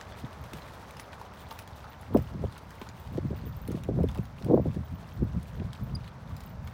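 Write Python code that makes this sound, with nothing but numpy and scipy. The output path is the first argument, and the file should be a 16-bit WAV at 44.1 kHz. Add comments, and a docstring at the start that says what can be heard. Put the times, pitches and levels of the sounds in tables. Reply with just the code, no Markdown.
"""An open grass field, where a trotting horse draws a two-wheeled cart away. Hoofs swish through the
grass on each beat; struck cart parts tick and knock, and harness metal tinkles in its natural modes.
Gusts buffet the single microphone, shedding eddies that grow higher as they grow stronger.
Distant air rushes behind, and one short high chirp sounds near the end."""
import sys
import numpy as np
from scipy import signal
from scipy.fft import rfft, irfft, next_fast_len
from scipy.io import wavfile
from scipy.ndimage import map_coordinates

SR = 44100
rng = np.random.default_rng(int(sys.argv[2]) if len(sys.argv) > 2 else 0)


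def put_to_file(sound):
    """Save the sound as 16-bit audio at rate SR, in the file named by the first command-line argument."""
    columns = np.atleast_2d(sound).T  # one column per channel
    safe = np.clip(columns, -1, 1)
    whole_steps = np.round(safe * 32767)
    wavfile.write(sys.argv[1], SR, whole_steps.astype(np.int16))


N = 296793

# slow course of the distant air, which the wheel grit also follows: (time [s], level [dB])
AIR_LEVEL = [(0, -49.5), (.85, -49.7), (1.6, -51.5), (3.0, -53), (4.4, -54), (6.73, -53)]
# spectrum of a dull impact: (frequency [Hz], relative level [dB])
IMPACT_SPECTRUM = [(100, -48), (400, -32), (900, 11.5), (1300, 1.5), (2000, -14.5), (4000, -12.5),
                   (9000, -32)]
# the clearest dry ticks of cart and stalks: (time [s], level [dB], low-band gain [dB], high-band gain [dB])
DRY_TICKS = [(.012, -36, -20, -34), (.122, -39.5, -5, -23), (.44, -42, -13, -13), (.5338, -32.5, -19, -21),
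             (.5851, -41.5, 0, -31), (0.621, -42, -1, -32), (.9083, -42.5, -16, -8), (.969, -38.5, -3, -17),
             (0.997, -35.5, -19, -21), (1.1309, -36.5, -3, -23), (1.337, -43, -6, -11),
             (1.51, -36.5, -15, -33), (1.5254, -47, -17, 2), (1.5897, -35.5, -21, -20),
             (1.676, -41.5, -14, -13), (2.0123, -46, -16, 6), (2.172, -37, -14, -13),
             (2.524, -42.5, -16, -19), (2.58, -41, -15, -16), (2.7058, -42, -18, -15),
             (2.8157, -36.5, -10, -23), (2.889, -40.5, -18, -22), (3.1743, -41, -11, -27),
             (3.677, -37, -19, -7), (3.717, -41.5, -24, -17), (3.836, -38.5, -16.5, -15),
             (4.0332, -44, -11, -5), (4.0873, -38, -10, -14), (4.114, -48, -22, -18),
             (4.1476, -40.5, -11, -12), (4.184, -43.5, -7, -21), (4.2537, -44, -10.5, -16),
             (4.424, -42, -13, -22), (4.446, -40, -16, -8), (5.4296, -45.5, -30, -11),
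             (5.5982, -43.5, -4, -31), (5.7317, -39, -17, -20), (5.75, -42.5, -14, -24),
             (6.043, -43, -11, -30), (6.0774, -40.5, -5, -20), (6.366, -41.5, -23, -8),
             (6.4056, -42.5, -21, -19), (6.437, -45.5, -23, -12), (6.6744, -36, -10, -21)]
HOOF_BEATS_S = np.arange(.232, N / SR, .3228)  # in a trot, a diagonal pair of hoofs lands on each beat
RECEDE_DB_PER_S = -0.72  # the cart draws away


def amp(db):
    """Decibels to amplitude ratio."""
    return 10 ** (np.asarray(db) / 20)


def power_db(power):
    """Power ratio to decibels."""
    return 10 * np.log10(power + 1e-20)


def unit(x):
    """Normalise to rms 1."""
    return x / np.sqrt(np.mean(x ** 2) + 1e-20)


def curve(rows):
    """Linear interpolation of (time [s], value) rows at every sample."""
    return np.interp(np.arange(N) / SR, *np.transpose(rows))


def wobble(rate):
    """Smooth random modulation: a spline through rate knots a second."""
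    return map_coordinates(rng.standard_normal(int(N * rate / SR) + 4), [np.arange(N) * rate / SR])


def swell(s, rise_s, fall_s, shape):
    """An envelope of height 1 at time s; shape 1 gives a pointed crest, 2 a round one."""
    first, last = np.clip(np.array([s - 4 * rise_s, s + 4 * fall_s]) * SR, 0, N).astype(int)
    t, out = np.arange(first, last) / SR - s, np.zeros(N)
    out[first:last] = np.exp(-np.abs(t / np.where(t < 0, rise_s, fall_s)) ** shape)
    return out


def colour(x, points):
    """Spectral shaping by (frequency [Hz], level [dB]) points on a log axis; the result has rms 1."""
    size = next_fast_len(len(x))
    hz, db = np.transpose(points)
    gain = amp(np.interp(np.log(np.fft.rfftfreq(size, 1 / SR) + 1), np.log(hz), db))
    return unit(irfft(rfft(x, size) * gain, size)[:len(x)])


def add(track, s, sound):
    """Superpose a sound on the track at time s."""
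    start = int(np.clip(round(s * SR), 0, N))
    track[start:start + len(sound)] += sound[:N - start]


def distant_air():
    """Broadband flow noise: air moving far away makes a soft, steady rush."""
    # spectrum of the rush: (frequency [Hz], relative level [dB])
    spectrum = [(60, -30), (200, 6), (330, 0), (600, 4.5), (1000, 1.5), (1500, -2.5), (2200, -9.5),
                (3000, -18.5), (6000, -20.5), (12000, -57), (16000, -57)]
    return amp(curve(AIR_LEVEL)) * colour(rng.standard_normal(N), spectrum)


def chirp(s=5.950, length_s=0.011, start_hz=4960, end_hz=4760, level_db=-35.5, echo_t60=0.13):
    """A falling sweep of three harmonics, with a faint tail from scattering over the field."""
    progress = np.linspace(0, 1, int(length_s * SR))
    phase = 2 * np.pi * np.cumsum(start_hz + (end_hz - start_hz) * progress) / SR
    harmonics = sum(amp(db) * np.sin(k * phase) for k, db in enumerate([0, -15, -26], 1))
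    note = np.sqrt(np.abs(np.sin(np.pi * progress))) * harmonics
    out, t = np.zeros(N), np.arange(SR // 5) / SR
    echo = amp(-60 * t / echo_t60) * rng.standard_normal(len(t))
    add(out, s, note)
    add(out, s + .004, amp(-23) * signal.fftconvolve(note, echo / np.linalg.norm(echo)))
    return amp(level_db) * out


def gusts(rise_share=0.52, shape=1.53, lag_s=0.013, stretch=1.4, calm_db=-9):
    """Incoherent addition: gusts and breeze sum in power, giving buffeting and turbulence levels in dB."""
    # buffeting of the breeze between gusts: (time [s], level [dB])
    breeze = [(0, -51.5), (.55, -50), (.85, -53.5), (2.0, -51), (2.25, -45), (2.65, -49.5), (2.95, -49.5),
              (3.3, -41.5), (4.1, -43), (4.38, -46.5), (5.1, -44), (6.73, -45.5)]
    # gusts on the microphone: (time [s], turbulence level [dB], buffeting level [dB], time scale [s])
    crests = [(0.233, -47, -41.5, 0.029), (.535, -50, -44, .07), (1.235, -58, -45.5, 0.035),
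              (1.721, -68, -41, 0.017), (2.162, -26.5, -32.5, 0.09), (2.35, -37, -44, 0.11),
              (2.426, -30.5, -36, 0.082), (3.15, -33.5, -41, .09), (3.244, -34, -37, 0.065),
              (3.319, -33, -33.5, 0.03), (3.45, -33.5, -41, 0.099), (3.748, -35.5, -41.5, 0.19),
              (3.909, -30, -39, 0.087), (4.009, -25.5, -27.5, 0.1), (4.186, -34.5, -38.5, 0.055),
              (4.538, -19, -34, 0.13), (4.672, -24.5, -24, 0.041), (4.78, -31.5, -31.5, 0.058),
              (4.92, -48, -29.5, 0.028), (5.226, -32, -32, 0.11), (5.361, -36, -29.5, 0.042),
              (5.604, -35, -38.5, 0.11), (5.814, -34.5, -36, 0.048), (5.927, -34, -33.5, 0.086),
              (6.323, -46, -38, 0.061), (6.636, -50, -38.5, 0.087)]
    breeze_db = curve(breeze)
    buffet, turbulence = amp(breeze_db) ** 2, amp(breeze_db + calm_db) ** 2
    for s, turbulence_db, buffet_db, span_s in crests:
        rise, fall = span_s * rise_share, span_s * (1 - rise_share)
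        turbulence += (amp(turbulence_db) * swell(s, rise, fall, shape)) ** 2
        # the slow buffeting comes later and lasts longer
        buffet += (amp(buffet_db) * swell(s + lag_s, stretch * rise, stretch * fall, shape)) ** 2
    return power_db(buffet), power_db(turbulence)


def eddy(hz, life, glide):
    """A convected vortex: its pressure oscillation sinks in pitch as it drifts off the microphone port."""
    cycles = np.arange(SR // 14) / SR * hz
    age = cycles / (2 * life)
    phase = 2 * np.pi * (glide * np.log1p(cycles / glide) + rng.random())
    return (age * np.exp(1 - age)) ** 2 * np.sin(phase)


def eddies(turbulence_db, force_db, centre_hz=285, db_per_octave=34, count=1100):
    """Vortex shedding: stronger turbulence sheds louder, higher eddies."""
    # the hardest eddies: (time [s], level [dB], starting frequency [Hz], life [cycles])
    hard_eddies = [(.236, -31.5, 406, 1.8), (.535, -35, 450, 0.88), (2.1462, -20, 1620, 1.6),
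                   (2.147, -10, 780, 2.2), (2.17, -30, 1000, 1.7), (2.345, -32.5, 510, 1.5),
                   (2.439, -23.5, 960, 1.44), (2.813, -34, 825, 2.6), (3.179, -20.5, 720, 1.35),
                   (3.248, -26, 470, 2), (3.304, -27.5, 720, 2.9), (3.329, -32.5, 870, 1.2),
                   (3.684, -26.5, 630, 2.1), (3.704, -28, 746, 1.8), (3.742, -26, 606, 1.96),
                   (3.887, -20, 1005, 2.2), (3.973, -21.5, 560, 2.7), (3.988, -24, 870, 1.06),
                   (4.039, -15.5, 708, 1.5), (4.183, -24.5, 666, 4.5), (4.496, -19.5, 974, 2.9),
                   (4.509, -14, 710, 0.85), (4.533, -13, 783, 1.26), (4.575, -15.5, 1090, 1.43),
                   (4.657, -22, 694, 1.2), (4.764, -28, 680, 3.3), (5.220, -18.5, 540, 2.1)]
    out = np.zeros(N)
    onsets = ((np.arange(count) + rng.random(count)) * N / count).astype(int)
    for onset, (size, pitch) in zip(onsets, rng.standard_normal((count, 2))):
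        hz = centre_hz * 2 ** (force_db[onset] / db_per_octave + .5 * np.tanh(pitch))
        gain = amp(turbulence_db[onset] - 3 + 6.7 * np.tanh(size))
        add(out, onset / SR, gain * eddy(hz, life=1.18, glide=2.65))
    for s, db, hz, life in hard_eddies:
        add(out, s, amp(db - 0.5) * eddy(hz, life, glide=2.99))
        # a hard eddy breaks up: a weaker one follows
        delay_s = rng.uniform(0.00307, 0.00883)
        add(out, s + delay_s, amp(db - 6) * eddy(hz * rng.uniform(0.641, 1), life=1.01, glide=3.6))
    return out


def wind(reference_db=-37, flutter_growth=1.57):
    """Pressure fluctuations at the microphone: buffeting rumbles; turbulence sheds eddies and flutters."""
    # slow buffeting: (frequency [Hz], relative level [dB])
    rumble_spectrum = [(20, -31), (35, -19), (55, -2.5), (75, 1), (110, -2), (160, -4.5), (260, -17),
                       (500, -55), (1000, -72)]
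    # torn air in the strongest gusts: (frequency [Hz], relative level [dB])
    flutter_spectrum = [(150, -16), (280, 2), (450, 2), (620, 0), (790, -11.5), (1050, -19), (1400, -48),
                        (2200, -67)]
    buffet_db, turbulence_db = gusts()
    force_db = turbulence_db - reference_db
    rumble = amp(buffet_db + 1 + 2 * wobble(18)) * colour(rng.standard_normal(N), rumble_spectrum)
    flutter_db = reference_db - 19 + flutter_growth * force_db + 5.6 * wobble(160)
    flutter = amp(flutter_db) * colour(rng.standard_normal(N), flutter_spectrum)
    return rumble + flutter + eddies(turbulence_db, force_db)


def wheel_grit(relative_db=-8, grains_per_s=700):
    """Shot noise: wheels rolling on turf make a fine grit of random impulses."""
    grains = (rng.random(N) < grains_per_s / SR) * rng.standard_normal(N)
    return amp(curve(AIR_LEVEL) + relative_db) * colour(grains, IMPACT_SPECTRUM)


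def jingle(touches, modes, gain_db, scatter_db, detune, chatter_db, chatter_s=0.025, contacts=3):
    """Modal ringing: each touch excites a slightly different metal part, which chatters as it settles."""
    out, t = np.zeros(N), np.arange(SR // 7) / SR
    hz, db, t60 = np.transpose(modes)[:, :, None]
    for s, touch_db in touches:
        pitch = hz * (1 + detune * rng.standard_normal(hz.shape))
        for k in range(contacts):
            gains = amp(db + scatter_db * rng.standard_normal(hz.shape))
            ring = gains * amp(-60 * t / t60) * np.sin(2 * np.pi * (pitch * t + rng.random(hz.shape)))
            # rubbing against leather makes the ring waver
            waver = amp(2.9 * map_coordinates(rng.standard_normal(128), [t * 200]))
            ping = ring.sum(0) / np.linalg.norm(gains) * waver * (1 - np.exp(-t / 0.0012))
            delay_s = k * chatter_s * (.5 + rng.random())
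            add(out, s + delay_s, amp(touch_db + gain_db + k * chatter_db) * ping)
    return out


def harness(quiver_db=-67, quiver_count=40):
    """Impact excitation: small harness metal, never quite still, tinkles, and a buckle clinks."""
    # contacts of the small metal and of the buckle: (time [s], level [dB])
    tinkles = [(.411, -54), (.5836, -54), (.9971, -50), (1.4007, -52), (1.5095, -46), (1.5868, -51),
               (1.7574, -54), (1.8956, -49), (2.141, -40), (2.2218, -48), (2.7945, -52), (2.9971, -49),
               (3.1263, -54), (3.3608, -49), (3.4575, -42.5), (3.5643, -49), (3.6162, -46), (4.2303, -56),
               (4.5401, -52), (4.8464, -55), (4.9477, -51), (5.1347, -53), (5.239, -55), (5.5488, -58),
               (5.8351, -44), (6.3969, -52), (6.4607, -44), (6.6448, -51)]
    clinks = [(.621, -66), (.998, -54), (1.590, -52), (4.163, -65)]
    # their natural modes: (frequency [Hz], relative level [dB], 60 dB decay time [s])
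    metal_modes = [(14600, 13, 0.049), (14740, -1, 0.19), (14970, -25, 0.09), (15360, -5, .12)]
    buckle_modes = [(5160, -5, .08), (10400, -9, .12), (10800, 6, 0.066)]
    quivers = rng.random((quiver_count, 2)) * [N / SR, 8] + [0, quiver_db]
    metal = jingle([*tinkles, *quivers], metal_modes, gain_db=-0.5, scatter_db=7, detune=.006,
                   chatter_db=-9.5)
    buckle = jingle(clinks, buckle_modes, gain_db=3.5, scatter_db=10, detune=.001, chatter_db=-11)
    return metal + buckle


def faint_ticks(level_db=-48, low_db=-12, high_db=-16):
    """Periodic forcing with jitter: each hoof beat jolts a tick out of the cart; rows as in DRY_TICKS."""
    jitter = rng.standard_normal((len(HOOF_BEATS_S), 4)) * [0.051, 2, 5, 5]
    return jitter + [[s, level_db + RECEDE_DB_PER_S * s, low_db, high_db] for s in HOOF_BEATS_S]


def ticks(crack_t60=0.0087, rattle_t60=0.067, ring_t60=0.024, rise_s=0.00025, bounce_s=.01):
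    """Impact transients: each tick is a broadband crack with a grainy rattle, resonances and a bounce."""
    out, t = np.zeros(N), np.arange(SR // 10) / SR
    for s, db, low_db, high_db in [*DRY_TICKS, *faint_ticks()]:
        spectrum = [(500, low_db - 13), (1500, low_db + 4), (3300, low_db), (6300, -22.0),
                    (11000, high_db - 9.5), (16000, high_db - 7.5)]
        crack = amp(-60 * t / crack_t60) * colour(rng.standard_normal(len(t)), spectrum)
        grains = rng.standard_normal(len(t)) * (rng.random(len(t)) < .05)
        rattle = amp(-16 - 60 * t / rattle_t60) * colour(grains, spectrum)
        modes = np.sin(2 * np.pi * rng.uniform(1792, 11030, size=(6, 1)) * t).sum(0)
        ring = amp(-8 - 60 * t / ring_t60) * colour(modes, spectrum)
        tick = amp(db) * (crack + rattle + ring) * (1 - np.exp(-t / rise_s))
        add(out, s, tick)
        add(out, s + bounce_s * (.5 + rng.random()), amp(-13) * tick)
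    return out


def clatter(level_db=-46, spread_db=4, wood_hz=2000, octaves=0.87, life_cycles=4.2, scatter_s=.075):
    """Damped free vibration: loose cart parts tap six times around each hoof beat, each a woody note."""
    out, t = np.zeros(N), np.arange(SR // 30) / SR
    for s in HOOF_BEATS_S:
        for when, size, pitch in rng.standard_normal((6, 3)):
            hz = wood_hz * 2 ** (octaves * np.tanh(pitch))
            tap = np.exp(-t * hz / life_cycles) * np.sin(2 * np.pi * hz * t)
            gain = amp(level_db + RECEDE_DB_PER_S * s + spread_db * np.tanh(size))
            add(out, s + scatter_s * when, gain * tap)
    return out


def knocks(gain_db=-5, damped_t60=0.052, settle_db=-13, settle_t60=0.2):
    """Two-stage decay: blunt blows ring woody modes, damped fast by turf and leather, then settling."""
    # dull blows of hoofs and shafts: (time [s], level [dB])
    blows = [(1.131, -40), (1.214, -37), (1.25, -41), (1.5119, -34), (1.558, -44), (1.843, -37.5),
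             (1.879, -40.5), (2.566, -40), (2.815, -38), (2.867, -38), (3.343, -45), (4.092, -39.5),
             (4.156, -38), (5.029, -42), (6.309, -46), (6.674, -44)]
    out, t = np.zeros(N), np.arange(SR // 10) / SR
    decay = amp(-60 * t / damped_t60) + amp(settle_db - 60 * t / settle_t60)
    for s, db in blows:
        wood = np.sin(2 * np.pi * rng.uniform(643, 1500, size=(3, 1)) * t).sum(0)
        thud = colour(rng.standard_normal(len(t)), IMPACT_SPECTRUM)
        add(out, s, amp(db + gain_db) * decay * unit(thud + amp(-2) * unit(wood)))
    return out


def grass_envelope(hoof_db=-63, wheel_db=-59, stir_db=-18.5):
    """Hoof beats, rolling wheels and ticks all stir the grass; their contributions add in power."""
    hoofs = amp(hoof_db) * sum(swell(s, rise_s=0.096, fall_s=0.051, shape=2.3) for s in HOOF_BEATS_S)
    wheels = amp(wheel_db + RECEDE_DB_PER_S * np.arange(N) / SR + 2 * wobble(12))
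    stirs = sum(amp(db + stir_db) * swell(s, rise_s=0.0045, fall_s=0.026, shape=0.74)
                for s, db, *_ in DRY_TICKS)
    return np.sqrt(wheels ** 2 + hoofs ** 2 + stirs ** 2)


def grass(brush_db=-4, crackle_db=-5, clump_db=3, stalk_hz=2800, life_cycles=3, count=1300):
    """Friction and fracture: blades brush and dry stalks snap in clumps under hoofs and wheels."""
    # brushing blades: (frequency [Hz], relative level [dB])
    spectrum = [(500, 12.5), (1500, 3.5), (3500, 9), (5500, 0), (8000, -0.5), (12000, -3.5), (16000, -3)]
    patter = rng.standard_normal(N) * amp(2.1 * wobble(500))  # dense tiny contacts
    brush = amp(brush_db + 2.9 * wobble(35)) * colour(patter, spectrum)
    snaps, t = np.zeros(N), np.arange(SR // 100) / SR
    for when, (pitch, size) in zip(rng.random(count), rng.standard_normal((count, 2))):
        hz = np.clip(stalk_hz * np.exp(.5 * pitch), SR / 40, SR / 3)
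        snap = np.exp(-t * hz / life_cycles) * np.sin(2 * np.pi * hz * t)
        add(snaps, when * N / SR, amp(2.4 * np.tanh(size)) * snap)
    envelope = grass_envelope()
    crackle = amp(crackle_db) * unit(snaps * amp(clump_db * wobble(30)))
    return envelope * (brush + crackle)


def scene():
    """Linear superposition of horse, cart, air and chirp at one microphone."""
    return (harness() + wind() + wheel_grit() + distant_air() + grass()
            + ticks() + clatter() + knocks() + chirp())[None]


def record(dry, cutoff_hz=16000):
    """Band limiting: an ideal low-pass filter removes everything above the cutoff."""
    size = next_fast_len(N + SR // 4)
    passband = np.fft.rfftfreq(size, 1 / SR) < cutoff_hz
    return irfft(rfft(dry, size) * passband, size)[:, :N]


dry = scene()
out = record(dry)
put_to_file(out)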